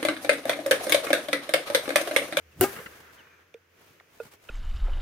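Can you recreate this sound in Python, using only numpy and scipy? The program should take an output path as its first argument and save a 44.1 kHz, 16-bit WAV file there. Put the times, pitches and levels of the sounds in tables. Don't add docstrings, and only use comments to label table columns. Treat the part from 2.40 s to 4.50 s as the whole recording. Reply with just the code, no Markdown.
import sys
import numpy as np
from scipy import signal
from scipy.fft import rfft, irfft
from scipy.io import wavfile
from scipy.ndimage import map_coordinates

SR = 44100
rng = np.random.default_rng(int(sys.argv[2]) if len(sys.argv) > 2 else 0)


def to_wav(s):
    ch = np.atleast_2d(s).T
    pcm = np.round(np.clip(ch, -1, 1) * 32767)
    wavfile.write(sys.argv[1], SR, pcm.astype(np.int16))


N = 92610


HIT_S, POP_S = 0.2107, 0.2425
# (frequency [Hz], level [dB], T60 [s])
DENTED_RING = [(280, -27, .15), (375, -15, .9), (728, -22.5, .3), (1400, -28, .08), (1530, -27, .09),
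               (2850, -24.5, .06)]
# (frequency [Hz], level [dB], T60 [s])
FREE_RING = [(388, -29, .24), (815, -25, .11), (1225, -26.5, .12), (1620, -32, .11), (2205, -34, .12),
             (2700, -42, .11)]
DENT_T60, SHELL_RISE_S = 0.014, 0.0005
SHELL_ROUGH_RAD = 0.15
LEFT_LEAD_S, HIT_PAN_DB = 0.000091, 4
# (frequency [Hz], relative level [dB])
CRACK_SPECTRUM = [(400, -20), (1300, -6), (2700, -9), (4200, -21), (8000, -10), (11000, 1), (15000, 0),
                  (17000, -8)]
CRACK_DB, CRACK_T60, CRACK_RISE_S = 3, 0.0012, 0.00004
SPLINTER_DB, SPLINTER_T60 = -16.5, 0.018
# (frequency [Hz], relative level [dB])
BUZZ_SPECTRUM = [(30, -22.5), (120, -6.5), (300, 6.5), (1000, -9), (1500, -6), (2700, -12), (3600, -13.5),
                 (8000, -13.5), (15500, -10.5), (16500, -33)]
BUZZ_DB, BUZZ_T60 = -25, 0.11
# (frequency [Hz], relative level [dB])
SWING_SPECTRUM = [(30, -20), (90, 2.5), (700, -23), (3000, -36)]
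SWING_DB, SWING_TIME_S = -34, 0.02

# (frequency [Hz], relative level [dB])
YARD_SPECTRUM = [(40, -13), (120, -4), (220, -6), (420, 2), (900, -5.5), (1600, -1.5), (2700, -9.5),
                 (4000, -14), (8000, -15), (12000, -11), (15500, -14.5), (16500, -36.5)]
YARD_DB, YARD_T60 = -32.5, 0.82
# (frequency [Hz], relative level [dB])
TREE_SPECTRUM = [(80, -16), (250, -4), (480, -5.5), (850, -3.5), (1600, 6), (2600, -6), (4000, -13),
                 (6500, -22), (9000, -25)]
TREES_DB, TREES_RISE_S, TREES_FADE_START_S, TREES_T60 = -56.5, 0.19, 0.81, 1.61
# (time [s], level [dB], T60 [s])
WALL_ECHOES = [(0.363, -36.5, 0.11), (0.386, -36.5, 0.11), (0.46, -29.5, 0.045), (0.869, -52, 0.078)]
# (frequency [Hz], relative level [dB])
SLAP_SPECTRUM = [(60, -13), (200, 0), (480, -15), (800, -14), (1300, 1), (2050, -1), (2450, -18),
                 (2870, -3), (3300, -18), (16000, -40)]
ECHO_RISE_S = 0.0015
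BOOM_S, BOOM_DB, BOOM_HZ, BOOM_SLOPE_DB, BOOM_WIDTH_S = 0.402, -45.5, 460, 40, 0.02

# (frequency [Hz], level [dB], T60 [s])
BAT_AIR_RING = [(461, 0, .074), (605, -6, .035), (1428, -7, .06), (2570, -11, .032), (3680, -26, .025)]
# (time [s], level [dB], overtone and thud change [dB], brightness [dB per octave])
BAT_KNOCKS = [(1.1435, -34, -17, -3), (1.8005, -25, 0, -1.5), (2.0905, -37, 0, 6.5)]
# (frequency [Hz], relative level [dB])
THUD_SPECTRUM = [(380, -30), (600, 2), (880, -5), (1200, 5), (1700, -18), (8000, -36)]
KNOCK_RISE_S, KNOCK_LOW_CUT_HZ, KNOCK_PAN_DB = 0.0012, 370, -4.5
THUD_DB, THUD_T60 = -11, 0.022

# (time [s], level [dB], centre [Hz], fall to each side [dB per octave])
CLICKS = [(.2362, -24, 11500, 15), (.2365, -21, 2430, 50), (.2402, -18, 450, 9), (1.1413, -43, 2450, 50),
          (1.1413, -47, 3480, 130), (1.1413, -53, 5000, 9), (1.143, -37, 360, 45), (1.5995, -41, 1900, 18),
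          (1.6075, -44, 1000, 20), (2.087, -34, 1620, 70), (2.0885, -38, 3150, 60)]
CLICK_T60, CLICK_RISE_S, CLICK_PAN_DB = 0.016, 0.0004, -2.6

# (peak time [s], level [dB], rise [s], fall [s])
GRASS_SWISHES = [(.135, -62, 0.016, 0.0054), (0.579, -55, 0.047, 0.036), (0.728, -55.5, 0.0027, 0.031),
                 (1.45, -61, 0.054, 0.081), (1.749, -60.5, 0.038, 0.054), (1.855, -53, 0.044, 0.028),
                 (1.933, -52.5, 0.016, 0.018), (2.049, -57.5, 0.027, 0.16)]
# (frequency [Hz], relative level [dB])
GRASS_SPECTRUM = [(300, 2.5), (1000, 3), (8000, -9.5), (15500, -9), (16500, -27)]
GRASS_ROUGH_DB = 1.8
# (time [s], level [dB])
FOOTFALLS = [(1.504, -51), (1.8531, -40)]
# (frequency [Hz], relative level [dB])
FOOTFALL_SPECTRUM = [(30, -23), (90, 2), (180, 14.5), (320, -4), (700, -37), (3000, -33.5)]
FOOTFALL_RISE_S, FOOTFALL_T60 = 0.0029, 0.048

# (time [s], length [s], start pitch [Hz], end pitch [Hz], level [dB])
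BIRD_CHIRPS = [(0.108, 0.029, 2870, 2600, -60), (.779, 0.043, 3350, 2450, -55),
               (0.82, 0.2, 2480, 2330, -63), (.68, .42, 6450, 6200, -77)]

# (time [s], level [dB])
AIR_LEVEL = [(0, -62.5), (.5, -53.5), (1, -64.5), (1.27, -68), (1.42, -58.5), (1.67, -63), (2.1, -62.5)]
# (frequency [Hz], relative level [dB])
AIR_SPECTRUM = [(25, -18.5), (130, 0.5), (220, -5.5), (450, 4.5), (800, -9.5), (1500, -3), (2600, -4),
                (4000, -14.5), (6400, -13), (8000, -23), (15500, -16), (16500, -41.5)]
# (time [s], pitch [Hz], level [dB])
MOTOR_HUM = [(0, 78.86, -56.5), (1.2, 87.97, -71.5), (2.1, 98.3, -73)]

# (frequency [Hz], likeness [0-1])
NEAR = [(200, 0.97), (700, 0.95), (4000, 0.2), (14000, 0.1)]
# (frequency [Hz], likeness [0-1])
FAR = [(150, 0.9), (450, 0.49), (1200, 0.18), (12000, 0.088)]
LOW_CUT_HZ, TOP_HZ = 44, 16300


def amp(db):
    return 10 ** (np.asarray(db) / 20)


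def unit(x):
    return x / np.sqrt(np.mean(x ** 2) + 1e-20)


def along(points, hz):
    f, value = np.transpose(points)
    return np.interp(np.log(hz + 1), np.log(f + 1), value)


def since(s):
    return np.maximum(np.arange(N) / SR - s, 0)


def curves(rows):
    s, *columns = np.transpose(rows)
    return [np.interp(since(0), s, column) for column in columns]


def wobble(rate):
    knots = rng.standard_normal(int(N * rate / SR) + 4)
    return map_coordinates(knots, [since(0) * rate])


def sine(hz):
    return np.sin(2 * np.pi * np.cumsum(hz) / SR)


def noise(spectrum, alike):
    hz = np.fft.rfftfreq(N, 1 / SR)
    turn = np.arccos(np.clip(along(alike, hz), -1, 1)) / 2
    coloured = rfft(rng.standard_normal((2, N))) * amp(along(spectrum, hz))
    mid, side = irfft(coloured * [np.cos(turn), np.sin(turn)], N)
    return unit(np.array([mid + side, mid - side]))


def band(hz, slope_db):
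    octaves = np.arange(-10, 10)
    return noise(np.transpose([hz * 2. ** octaves, -slope_db * np.abs(octaves)]), NEAR)


def burst(s, rise, t60, hold=0):
    return (1 - np.exp(-since(s) / rise)) * amp(-60 * since(s + hold) / t60)


def pan(db):
    return amp(np.array([[db], [-db]]) / 2)


def high_pass(x, order, hz):
    return signal.sosfilt(signal.butter(order, hz, "high", fs=SR, output="sos"), x)


def shell_ring(modes, start):
    lead = LEFT_LEAD_S * np.array([[1], [-1]]) / 2
    ring = 0
    for hz, db, t60 in modes:
        phase = 2 * np.pi * hz * (since(start) + lead) + SHELL_ROUGH_RAD * wobble(200)
        ring = ring + amp(db) * np.sin(phase) * burst(start, SHELL_RISE_S, t60)
    return ring


def hit():
    dented = shell_ring(DENTED_RING, HIT_S) * amp(-60 * since(POP_S) / DENT_T60)
    shell = dented + shell_ring(FREE_RING, POP_S)
    snap = amp(CRACK_DB) * burst(HIT_S, CRACK_RISE_S, CRACK_T60)
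    splinter = amp(SPLINTER_DB) * burst(HIT_S, CRACK_RISE_S, SPLINTER_T60)
    crack = (snap + splinter) * noise(CRACK_SPECTRUM, NEAR)
    buzz_shape = burst(HIT_S, SHELL_RISE_S, BUZZ_T60, POP_S - HIT_S)
    buzz = amp(BUZZ_DB + 0.48 * wobble(500)) * noise(BUZZ_SPECTRUM, NEAR) * buzz_shape
    swing_shape = np.exp(-np.abs(since(0) - HIT_S) / SWING_TIME_S)
    swing = amp(SWING_DB) * noise(SWING_SPECTRUM, NEAR) * swing_shape
    return swing - shell * pan(HIT_PAN_DB) + buzz + crack


def echoes():
    yard_level = amp(YARD_DB + 1.1 * wobble(80)) * burst(HIT_S, 0.036, YARD_T60)
    yard = yard_level * noise(YARD_SPECTRUM, FAR)
    swell = np.minimum(since(HIT_S) / TREES_RISE_S, 1) * amp(-60 * since(TREES_FADE_START_S) / TREES_T60)
    trees = amp(TREES_DB + 2.1 * wobble(35)) * noise(TREE_SPECTRUM, FAR) * swell
    slaps = sum(amp(db) * noise(SLAP_SPECTRUM, FAR) * burst(s, ECHO_RISE_S, t60)
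                for s, db, t60 in WALL_ECHOES)
    boom_shape = np.exp(-((since(0) - BOOM_S) / BOOM_WIDTH_S) ** 2)
    boom = amp(BOOM_DB) * band(BOOM_HZ, BOOM_SLOPE_DB) * boom_shape
    return yard * pan(0.53) + trees + slaps + boom


def bat_knocks():
    out = 0
    lowest_hz = BAT_AIR_RING[0][0]
    for s, db, overtone_db, bright_db in BAT_KNOCKS:
        ring = 0
        for k, (hz, level, t60) in enumerate(BAT_AIR_RING):
            mode_db = level + bright_db * np.log2(hz / lowest_hz) + overtone_db * (k > 0)
            tone = np.sin(2 * np.pi * hz * since(s)) * burst(s, KNOCK_RISE_S, t60)
            ring = ring + (-1) ** k * amp(mode_db) * tone
        thud_shape = burst(s, KNOCK_RISE_S, THUD_T60)
        thud = amp(THUD_DB + overtone_db) * noise(THUD_SPECTRUM, NEAR) * thud_shape
        out = out + amp(db) * (thud - ring)
    return high_pass(out, 4, KNOCK_LOW_CUT_HZ) * pan(KNOCK_PAN_DB)


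def clicks():
    return pan(CLICK_PAN_DB) * sum(amp(db) * band(hz, slope_db) * burst(s, CLICK_RISE_S, CLICK_T60)
                                   for s, db, hz, slope_db in CLICKS)


def running():
    t = since(0)
    power = 0
    for s, db, rise, fall in GRASS_SWISHES:
        width = np.where(t < s, rise, fall)
        power = power + amp(db) ** 2 * np.exp(-((t - s) / width) ** 2)
    roughness = amp(GRASS_ROUGH_DB * wobble(210))
    grass = np.sqrt(power) * roughness * noise(GRASS_SPECTRUM, FAR)
    step_shape = sum(amp(db) * burst(s, FOOTFALL_RISE_S, FOOTFALL_T60) for s, db in FOOTFALLS)
    return grass + noise(FOOTFALL_SPECTRUM, NEAR) * step_shape


def bird():
    out = 0
    for s, length, start_hz, end_hz, db in BIRD_CHIRPS:
        progress = np.minimum(since(s) / length, 1)
        hz = start_hz + (end_hz - start_hz) * progress + 70 * wobble(300)
        out = out + amp(db + 3.1 * wobble(60.4)) * np.sin(np.pi * progress) * sine(hz)
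    return out


def background():
    air_db, = curves(AIR_LEVEL)
    hum_hz, hum_db = curves(MOTOR_HUM)
    hum = amp(hum_db + 2 * wobble(15)) * sine(hum_hz + 4 * wobble(30))
    return amp(air_db) * noise(AIR_SPECTRUM, FAR) + hum


def scene():
    return hit() + echoes() + bat_knocks() + clicks() + running() + bird() + background()


def record(dry):
    thin = high_pass(dry, 2, LOW_CUT_HZ)
    rounded = thin / (1 + np.abs(thin / 0.8) ** 6) ** (1 / 6)
    return signal.sosfilt(signal.ellip(10, 0.1, 80, TOP_HZ, fs=SR, output="sos"), rounded)


dry = scene()
out = record(dry)
to_wav(out)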